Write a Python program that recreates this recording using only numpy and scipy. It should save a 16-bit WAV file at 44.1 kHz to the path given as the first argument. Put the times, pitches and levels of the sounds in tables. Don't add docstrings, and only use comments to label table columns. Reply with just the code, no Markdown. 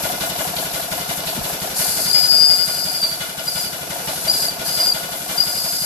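import sys
import numpy as np
from scipy import signal
from scipy.fft import rfft, irfft, next_fast_len
from scipy.io import wavfile
from scipy.ndimage import uniform_filter1d, minimum_filter1d, map_coordinates

SR = 44100
rng = np.random.default_rng(int(sys.argv[2]) if len(sys.argv) > 2 else 0)


def persist_wave(psi):
    counts = np.round(np.clip(psi, -1, 1) * 32767).astype(np.int16)
    wavfile.write(sys.argv[1], SR, np.atleast_2d(counts).T)


N = 257984

# time in seconds, then knock, exhaust and chimney ring gains in dB.
ENGINE_GAINS = [(0, 2, 2.5, 4), (.6, 2, 0.1, 1.5), (1.2, 0.5, 0, 2), (1.75, -1, 1.5, -1),
                (2.6, -3.5, -2.2, 4.5), (3.4, -4.5, -4, 5), (4.2, -1, 0.5, 0.5), (5.1, -1, -2.5, 5),
                (5.85, -4.5, -3.5, 0.5)]
# valve opening, release, creep duration and closing time in seconds, first and last hiss
# gain in dB, full-pressure pitch in Hz, note gain in dB, pure-tone share of the power.
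WHISTLE_PULLS = [(1.765, 2.995, 0.036, 0.92, -23, -30.5, 4872, -23.5, 0.64),
                 (3.46, 3.635, 0.057, 0.19, -31.5, -28.5, 4900, -26, 0.6),
                 (4.275, 4.445, 0.55, 0.15, -28, -25, 4885, -22, 0.3),
                 (4.645, 4.87, 0.017, 0.25, -27, -27, 4876, -22.5, 0.87),
                 (5.372, 5.9, 0.38, 0.13, -30.5, -27, 4900, -24.5, 0.58)]


def amp(db):
    return 10 ** (np.asarray(db) / 20)


def unit(x):
    return x / np.sqrt(np.mean(x ** 2) + 1e-20)


def along(points, hz):
    point_hz, values = np.transpose(points)
    return np.interp(np.log(hz + 1), np.log(point_hz), values)


def clock():
    return np.arange(N) / SR


def curves(rows):
    times, *columns = np.transpose(rows)
    return [np.interp(clock(), times, column) for column in columns]


def wobble(rate_hz):
    return map_coordinates(rng.standard_normal(int(N * rate_hz / SR) + 4), [clock() * rate_hz])


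def ramp(start_s, length_s):
    return np.clip((clock() - start_s) / length_s, 0, 1)


def swell(t, half_s):
    return np.exp(-(t / half_s) ** 2)


def struck(t, peak_s, steep=1.54):
    u = np.maximum(t, 0) / peak_s
    return (u * np.exp(1 - u)) ** steep


def push(t, hz):
    u = (np.pi * hz * t) ** 2
    return (1 - 2 * u) * np.exp(-u)


def spin(hz):
    return np.exp(2j * np.pi * np.cumsum(hz) / SR)


def train(events, shape):
    out = np.zeros(N)
    for s, gain in events:
        near = np.arange(max(int(s * SR) - SR // 20, 0), min(int(s * SR) + SR // 4, N))
        out[near] += gain * shape(near / SR - s)
    return out


def filtered(x, response):
    size = next_fast_len(N + SR // 2)
    return irfft(rfft(x, size) * response(np.fft.rfftfreq(size, 1 / SR)), size)[..., :N]


def resonate(x, modes):
    def response(f):
        h = sum(amp(db) * 1j * f * bw / (hz * hz - f * f + 1j * f * bw) for hz, bw, db in modes)
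        return h / np.sqrt(np.mean(abs(h) ** 2))
    return filtered(x, response)


def noise(spectrum=((1, 0),)):
    # frequency in Hz, left-right correlation.
    coherence = [(40, .6), (80, .65), (150, .88), (300, .75), (600, .55), (1100, .05), (4000, 0),
                 (12000, -.1)]

    def response(f):
        angle = np.arccos(np.clip(along(coherence, f), -1, 1)) / 2
        return amp(along(spectrum, f)) * [np.cos(angle), np.sin(angle)]
    mid, side = filtered(rng.standard_normal((2, N)), response)
    return unit(np.array([mid + side, mid - side]))


def pan(left_db):
    return amp([[left_db / 2], [-left_db / 2]])


def stereo_tone(tone, left_db, lag_cycles):
    pair = np.array([tone, tone * np.exp(-2j * np.pi * lag_cycles)]).real
    return np.sqrt(2) * unit(pan(left_db)) * pair


def room(x, wet_db):
    # frequency in Hz, time to fall 60 dB in seconds.
    t60_s = [(150, 0.11), (1000, 0.6), (5000, 0.37), (13000, 0.012)]
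    hz, t, spectra = signal.stft(rng.standard_normal((2, SR // 2)), SR, nperseg=256)
    tail = signal.istft(spectra * amp(-60 * t / along(t60_s, hz)[:, None]), SR, nperseg=256)[1]
    tail /= np.linalg.norm(tail[0])
    return x + amp(wet_db) * signal.fftconvolve(np.atleast_2d(x), tail, axes=1)[:, :N]


def crank(phase_turns, scatter_db, dead_centre_s=.0374):
    # time in seconds, turns per second.
    speed = [(0, 5.67), (1.6, 5.7036), (2.7, 5.6488), (3.9, 5.7643), (5.85, 5.7239)]
    t = np.arange(-SR // 2, N + SR // 4) / SR
    turns = np.cumsum(np.interp(t, *np.transpose(speed))) / SR
    turns -= np.interp(dead_centre_s, t, turns)
    times = np.interp(np.arange(-1, int(turns[-1])) + phase_turns, turns, t)
    return zip(times, amp(scatter_db * rng.standard_normal(len(times))))


def simmer(gain_db=-34, unrest_db=1, low_cut_hz=36):
    # frequency in Hz, relative density in dB.
    spectrum = [(15, -47), (25, -11), (75, -10.5), (160, -4), (349, -5.5), (579, -3.5), (679, -3.5),
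                (854, -4), (1150, -12), (1450, -7), (1910, -17.5), (2340, -14), (2630, -8.5), (2950, -14.5),
                (3160, -27), (6000, -9), (7800, -40), (13200, -120)]
    bed = filtered(noise(spectrum), lambda f: f ** 2 / (f ** 2 + low_cut_hz ** 2))
    _, exhaust_db, _ = curves(ENGINE_GAINS)
    return amp(gain_db + unrest_db * wobble(16) + exhaust_db) * bed


def chain(clinks_per_s=160, decay_s=.0015, gain_db=-38, tug_db=3):
    # frequency in Hz, relative density in dB.
    spectrum = [(200, -70), (700, -29), (1100, 4), (2000, -15), (3200, 0), (4800, 4.5), (7000, -15),
                (12000, -8.5)]
    hits = (rng.random(N) < clinks_per_s / SR) * rng.uniform(.84, 1, N)
    decay = np.exp(-np.arange(SR // 100) / (decay_s * SR))
    tug = 1 + amp(tug_db) * train(crank(.086, scatter_db=2.5), lambda t: swell(t, half_s=.004))
    clinks = unit(signal.fftconvolve(hits, decay)[:N] * tug * noise(spectrum))
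    knock_db, _, _ = curves(ENGINE_GAINS)
    return room(amp(gain_db + knock_db) * clinks, wet_db=-2.5)


def gear_teeth(peak_s=.0019, gain_db=1):
    # start in seconds, gain in dB.
    clacks = [(.05, -30), (.565, -25.5), (0.585, -24), (.667, -40), (0.836, -37), (1.2, -37), (1.272, -25),
              (1.29, -25), (1.446, -32)]
    # frequency in Hz, relative density in dB.
    spectrum = [(500, -30), (1500, -27), (2500, 3), (4500, 9), (6500, -23), (13000, -23)]
    blows = train([(s, amp(db + gain_db)) for s, db in clacks], lambda t: struck(t, peak_s, steep=.43))
    return room(blows * noise(spectrum), wet_db=-5)


def gland(peak_turns=.21, half_s=.071, idle_db=-4, ragged_db=.94):
    # time in seconds, gain in dB.
    leak = [(0, -20), (.6, -20.5), (.85, -21), (1.2, -22), (1.48, -20.5), (1.7, -23.5), (3.3, -27.5),
            (5.85, -22.5)]
    # frequency in Hz, relative density in dB.
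    spectrum = [(400, -80), (1500, -41), (3000, -27), (4800, -14), (7000, -4.5), (8500, -8), (10000, -3),
                (11500, 2), (13000, 3)]
    pressure = train(crank(peak_turns, scatter_db=.7), lambda t: np.exp(-(t / half_s) ** 4))
    flow = amp(idle_db) + (1 - amp(idle_db)) * pressure
    return amp(curves(leak)[0] + ragged_db * wobble(60)) * flow * noise(spectrum) * pan(left_db=6)


def crosshead(thud_hz=175, peak_s=.0037):
    # crank phase in turns, gain in dB.
    strokes = [(.19, -40.5), (.65, -33.5)]
    thud = lambda t: struck(t + peak_s, peak_s) * np.sin(2 * np.pi * thud_hz * t)
    thuds = sum(amp(db) * train(crank(phase, scatter_db=2.5), thud) for phase, db in strokes)
    _, exhaust_db, _ = curves(ENGINE_GAINS)
    return amp(exhaust_db) * thuds


def knocks(detune=.024, hard_second_hz=830, hard_peak_s=.0072):
    # crank phase in turns, gain in dB, main and second mode in Hz, rise in seconds.
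    per_turn = [(.075, -27, 653, 847, 0.0073), (0.155, -31, 682, 1020, 0.0039),
                (.312, -28, 693, 808, 0.0083), (.57, -32, 681, 470, 0.0055), (.79, -28.5, 689, 876, 0.0077)]
    # start in seconds, gain in dB, main mode in Hz.
    hard_knocks = [(.05, -21.5, 634), (.095, -22, 712), (.231, -24, 667), (.352, -25.5, 700),
                   (.402, -24, 631), (.447, -24.5, 730), (.533, -25, 694), (.584, -26, 639),
                   (.621, -24, 680), (.757, -28, 650), (.793, -24, 683), (.928, -23.5, 634),
                   (.974, -23.5, 703), (1.108, -23, 680), (1.497, -22, 690), (1.64, -22, 677),
                   (1.669, -25, 718), (1.811, -23, 647), (1.851, -23, 705), (1.986, -23, 652),
                   (2.203, -25, 717), (3.955, -22.5, 692), (4.127, -25.5, 738), (4.269, -22.5, 657),
                   (4.479, -24.5, 690), (4.823, -24.5, 696), (4.959, -25.5, 645), (5.351, -23, 702)]
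    regular = [(s, gain * amp(db), hz * (1 + detune * rng.standard_normal()), second_hz, peak_s)
               for phase, db, hz, second_hz, peak_s in per_turn
               for s, gain in crank(phase, scatter_db=1.5)]
    hard = [(s, amp(db), hz, hard_second_hz, hard_peak_s) for s, db, hz in hard_knocks]
    is_clear = lambda s: all(abs(s - hard_s) > .012 for hard_s, _, _ in hard_knocks)
    return [row for row in regular if is_clear(row[0])] + hard


def motion(ring_db=.3, second_db=-11, grind_db=-9, clunk_db=7, left_lag_s=.00023):
    # centre and width in Hz, relative gain in dB.
    frame_modes = [(539, 10, 6), (590, 86, -2), (652, 17, -11), (683, 30, -14), (825, 19, -7.5),
                   (921, 44, 4.5), (1002, 60, 5), (1656, 72, 3.5)]
    bearing_modes = [(296, 17, 6.5), (387, 60, 0), (535, 62, 6.5)]
    # crank phase in turns, gain in dB.
    bearing_taps = [(0.085, -36), (0.198, -32.5), (0.571, -33), (0.681, -38)]
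    ring, grind, taps = np.zeros((3, N))
    tap = lambda t: np.exp(-(t * SR / 4) ** 2)
    mode = lambda t, hz: np.sin(2 * np.pi * (hz * t + rng.random()))
    for s, gain, main_hz, second_hz, peak_s in knocks():
        blow = [(s, gain)]
        ring += train(blow, lambda t: struck(t, peak_s, steep=2.1) * mode(t, main_hz))
        ring += amp(second_db) * train(blow, lambda t: struck(t, .76 * peak_s) * mode(t, second_hz))
        grind += train(blow, lambda t: struck(t, .87 * peak_s))
    for phase, db in bearing_taps:
        taps += amp(db + clunk_db) * train(crank(phase, scatter_db=1), tap)
    frame = amp(grind_db) * resonate(grind * noise(), frame_modes)
    body = amp(ring_db) * ring + frame + resonate(taps, bearing_modes)
    body = filtered(body, lambda f: np.exp(np.outer([-1j, 1j], np.pi * f * left_lag_s)))
    knock_db, _, _ = curves(ENGINE_GAINS)
    return room(amp(knock_db) * body, wet_db=-12) * pan(left_db=4)


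def exhaust(rise_s=.0042, chuff_fall_s=.055, chuff_lag_s=.00099, pipe_db=-3.5, rough_db=1.5,
            boom_lag_s=.0019, flutter_db=-14, flutter_fall_s=.064):
    # crank phase in turns, thump and chuff gain in dB.
    per_turn = [(-.024, -32, -28.5), (0.464, -35.5, -32.5)]
    # time in seconds, change to that chuff in dB.
    accents = [(.04, -2), (.57, -2.5), (1.795, 2), (2.15, 4.5), (3.21, 3.5), (3.38, 1), (4.6, 1), (4.78, 3),
               (4.95, 2), (5.295, 4)]
    # frequency in Hz, gain in dB, rise in seconds.
    smokebox_modes = [(86.4, -5, 0.0099), (149.1, -1, 0.0084), (175.2, 0.5, 0.0079)]
    # centre and width in Hz, relative gain in dB.
    chimney_modes = [(658, 70, -3.5), (1451.5, 39, 5.5), (2072, 30, 0.5), (2357, 20, 2), (2935, 39, 2.5),
                     (3410, 75, -0.5)]
    # frequency in Hz, relative density in dB.
    rush_spectrum = [(40, -40), (150, -25), (400, -8), (900, 12), (1200, 1.5), (1850, 7.5), (2600, 5),
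                     (4000, 9), (5500, 6.5), (8000, 1.5), (13000, -6)]
    thumps, blast, swirl = np.zeros((3, N))
    _, exhaust_db, ring_db = curves(ENGINE_GAINS)
    puff = lambda t, fall_s: np.exp(-np.maximum(t, 0) / fall_s) * (1 + np.tanh(t / rise_s)) / 2
    accent = lambda s: amp(sum(db for at_s, db in accents if abs(s - at_s) < .03))

    def boom(t):
        return -sum(amp(db) * struck(t, peak_s) * np.sin(2 * np.pi * hz * (t - boom_lag_s))
                    for hz, db, peak_s in smokebox_modes)

    for phase, thump_db, chuff_db in per_turn:
        beats = list(crank(phase, scatter_db=1.3))
        accented = [(s, gain * accent(s)) for s, gain in beats]
        thumps += amp(thump_db) * train(beats, boom)
        blast += amp(chuff_db) * train(accented, lambda t: puff(t - chuff_lag_s, chuff_fall_s))
        swirl += amp(thump_db) * train(beats, lambda t: puff(t, flutter_fall_s))
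    pipe = amp(pipe_db + ring_db) * resonate(blast * noise(), chimney_modes)
    rush = blast * amp(rough_db * wobble(350)) * noise(rush_spectrum)
    flutter_modes = [(hz, 1 / (np.pi * peak_s), db) for hz, db, peak_s in smokebox_modes]
    flutter = resonate(amp(flutter_db) * swirl * noise(), flutter_modes)
    return amp(exhaust_db) * (thumps + flutter + (pipe + rush) * pan(left_db=2.5))


def lever():
    # time in seconds, gain in dB, centre frequency in Hz.
    bumps = [(1.367, -25, 232), (1.3783, -18.5, 232), (1.383, -22, 199), (1.392, -21.5, 130),
             (1.42, -30, 54.6)]
    return room(sum(amp(db) * push(clock() - s, hz) for s, db, hz in bumps), wet_db=-7)


def jet(gain_db=6, snap_s=.036, creep_db=(-14, -1), closing_db=-22, spit_db=1.3):
    # frequency in Hz, relative density in dB.
    spectrum = [(400, -95), (1500, -7.5), (3000, -34), (4300, 0.5), (5500, -4), (7000, -4), (8500, -5),
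                (10000, 0.5), (11500, 2.5), (13000, -0.5)]
    t, flow = clock(), np.zeros(N)
    for open_s, release_s, creep_s, closing_s, first_db, last_db, *_ in WHISTLE_PULLS:
        held_db = np.interp(t, [open_s, release_s], [first_db, last_db])
        ajar_db = np.interp(t, [open_s - creep_s, open_s], creep_db) * (1 - ramp(open_s, snap_s))
        fade_db = closing_db * np.maximum(t - release_s, 0) / closing_s
        flow = np.maximum(flow, ramp(open_s - creep_s, snap_s) * amp(held_db + ajar_db + fade_db))
    return flow * amp(gain_db + spit_db * wobble(300)) * noise(spectrum) * pan(left_db=4)


def bell(fill_s=.035, empty_s=.053, flat_hz=175, hang_share=.12, fade_db_per_s=200,
         clear_s=.32, cold_db=-9.5, cold_flat_hz=55.4):
    t = clock()
    pressure, level, purity, full_hz = np.zeros((4, N))
    for open_s, release_s, _, closing_s, _, _, hz, note_db, pure_share in WHISTLE_PULLS:
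        filled = ramp(open_s, fill_s)
        held = filled * (1 - ramp(release_s, empty_s))
        pressure += held
        purity += pure_share * held
        full_hz[t >= open_s] = hz
        fading_s = np.maximum(t - release_s - hang_share * closing_s, 0)
        level += filled * amp(note_db - fade_db_per_s * fading_s)
    cold = 1 - ramp(WHISTLE_PULLS[0][0], clear_s) ** 2
    pitch_hz = full_hz - flat_hz * (1 - pressure) - cold_flat_hz * cold
    return pitch_hz, level * amp(cold_db * cold), np.clip(purity * (1 - cold), 0, 1)


def clean_note(rows, gain_db, left_db, edge_s=.014, tremble_db=.6, tremble_hz=4):
    pitch_hz, db, lag_cycles = curves(rows)
    lock = ramp(rows[0][0] - edge_s / 2, edge_s) * (1 - ramp(rows[-1][0] - edge_s / 2, edge_s))
    level = lock * amp(db + gain_db + tremble_db * wobble(170))
    tone = spin(pitch_hz + tremble_hz * wobble(120))
    return stereo_tone(level * tone, left_db, lag_cycles), lock


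def sputters():
    # time and half length in seconds, pitch in Hz, gain in dB, left minus right in dB,
    # right lag in cycles.
    peeps = [(2.1, .008, 4805, -17, 10, .3), (2.115, .004, 4730, -13, 10, -.1),
             (2.134, .004, 4850, -13, 10, .2), (3.035, .012, 4705, -16.5, 3, 0),
             (3.051, .004, 4682, -20, -3, -.1), (3.485, .008, 4855, -16.5, 3, -.1),
             (4.286, .005, 4715, -14.5, 9, 0), (4.301, .006, 4860, -10, 2, -.2),
             (4.315, .005, 4870, -15, 0, .5), (4.338, .004, 4840, -18.5, 2, -.1),
             (4.487, .003, 4722, -18, 7, 0), (4.496, .003, 4720, -17, -3, .2),
             (4.875, .007, 4776, -11.5, 7, .4), (4.891, .004, 4782, -14.5, 5, 0),
             (4.903, .006, 4769, -12.5, 10, .35), (4.925, .004, 4714, -11.5, 5, -.1),
             (5.385, .007, 4740, -13.5, 9, .2), (5.406, .0065, 4846, -8, 10, -.2),
             (5.427, .005, 4853, -13, 7, .3), (5.438, .005, 4841, -15.5, 6, .2)]
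    tone = spin(curves(peeps)[1])
    return sum(stereo_tone(train([(s, amp(db))], lambda t: swell(t, half_s)) * tone, left_db, lag)
               for s, half_s, _, db, left_db, lag in peeps)


def whistle(width_hz=50, lip_width_hz=260, lip_db=-6, lip_below_hz=170,
            waver_hz=24, rough_db=2, wet_note_db=-2, duck_db=-3):
    # time in seconds, pitch in Hz, gain in dB, right lag in cycles.
    long_rows = [(2.14, 4885, -12, .45), (2.152, 4905, -9.5, .6), (2.185, 4905, -12.5, .55),
                 (2.21, 4895, -17, .5), (2.25, 4925, -12, .85), (2.277, 4912, -21, .6),
                 (2.305, 4888, -9.5, .48), (2.335, 4880, -13, .38), (2.358, 4872, -9.5, .26),
                 (2.392, 4852, -12.5, .08), (2.42, 4866, -8.7, .08), (2.465, 4877, -10, .28),
                 (2.505, 4866, -11, .45), (2.555, 4850, -15.5, .05), (2.595, 4866, -18, .3),
                 (2.625, 4866, -14.5, .25), (2.665, 4860, -22, .3)]
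    short_rows = [(4.785, 4870, -26, 0), (4.803, 4865, -16.5, 0), (4.843, 4850, -17, 0),
                  (4.863, 4810, -19, .3)]
    pitch_hz, level, purity = bell()
    long_note, long_lock = clean_note(long_rows, gain_db=0, left_db=7.5)
    short_note, short_lock = clean_note(short_rows, gain_db=-.5, left_db=-1)
    level *= amp(wet_note_db + rough_db * wobble(180) + duck_db * (long_lock + short_lock))
    carrier = spin(pitch_hz + waver_hz * wobble(70))

    def band(half_width_hz, order):
        lowpass = lambda f: 1 / (1 + (f / half_width_hz) ** order)
        real, imag = filtered(rng.standard_normal((2, 2, N)), lowpass)
        return (unit(real) + 1j * unit(imag)) * carrier

    airy = band(width_hz, order=2).real
    shift_down = np.exp(-2j * np.pi * lip_below_hz * clock())
    lip = amp(lip_db) * (band(lip_width_hz, order=4) * shift_down).real
    tone = stereo_tone(np.sqrt(purity) * carrier, left_db=6, lag_cycles=.25 + .094 * wobble(25))
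    breath = np.sqrt(1 - purity) * (airy + lip) * pan(left_db=-1.5)
    return room(level * (tone + breath) + long_note + short_note + sputters(), wet_db=-17)


def scene():
    engine = exhaust() + motion() + crosshead() + gear_teeth() + chain() + gland()
    return engine + jet() + whistle() + lever() + simmer()


def limit(x, ceiling=.92, window_samples=SR // 100):
    needed = np.minimum(1, ceiling / (abs(x).max(axis=0) + 1e-9))
    return x * uniform_filter1d(minimum_filter1d(needed, 2 * window_samples), window_samples)


def record(dry):
    # frequency in Hz, left minus right in dB.
    balance = [(60, 2), (200, .5), (1500, -1.5), (2200, 1.5), (3000, -.5), (4900, 0), (5800, -4.5),
               (7800, 5), (10000, 1.5), (13000, -4.5)]
    top_hz = 13080
    coloured = filtered(dry, lambda hz: amp(np.outer([.5, -.5], along(balance, hz))))
    return filtered(limit(coloured), lambda hz: hz < top_hz)


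dry = scene()
out = record(dry)
persist_wave(out)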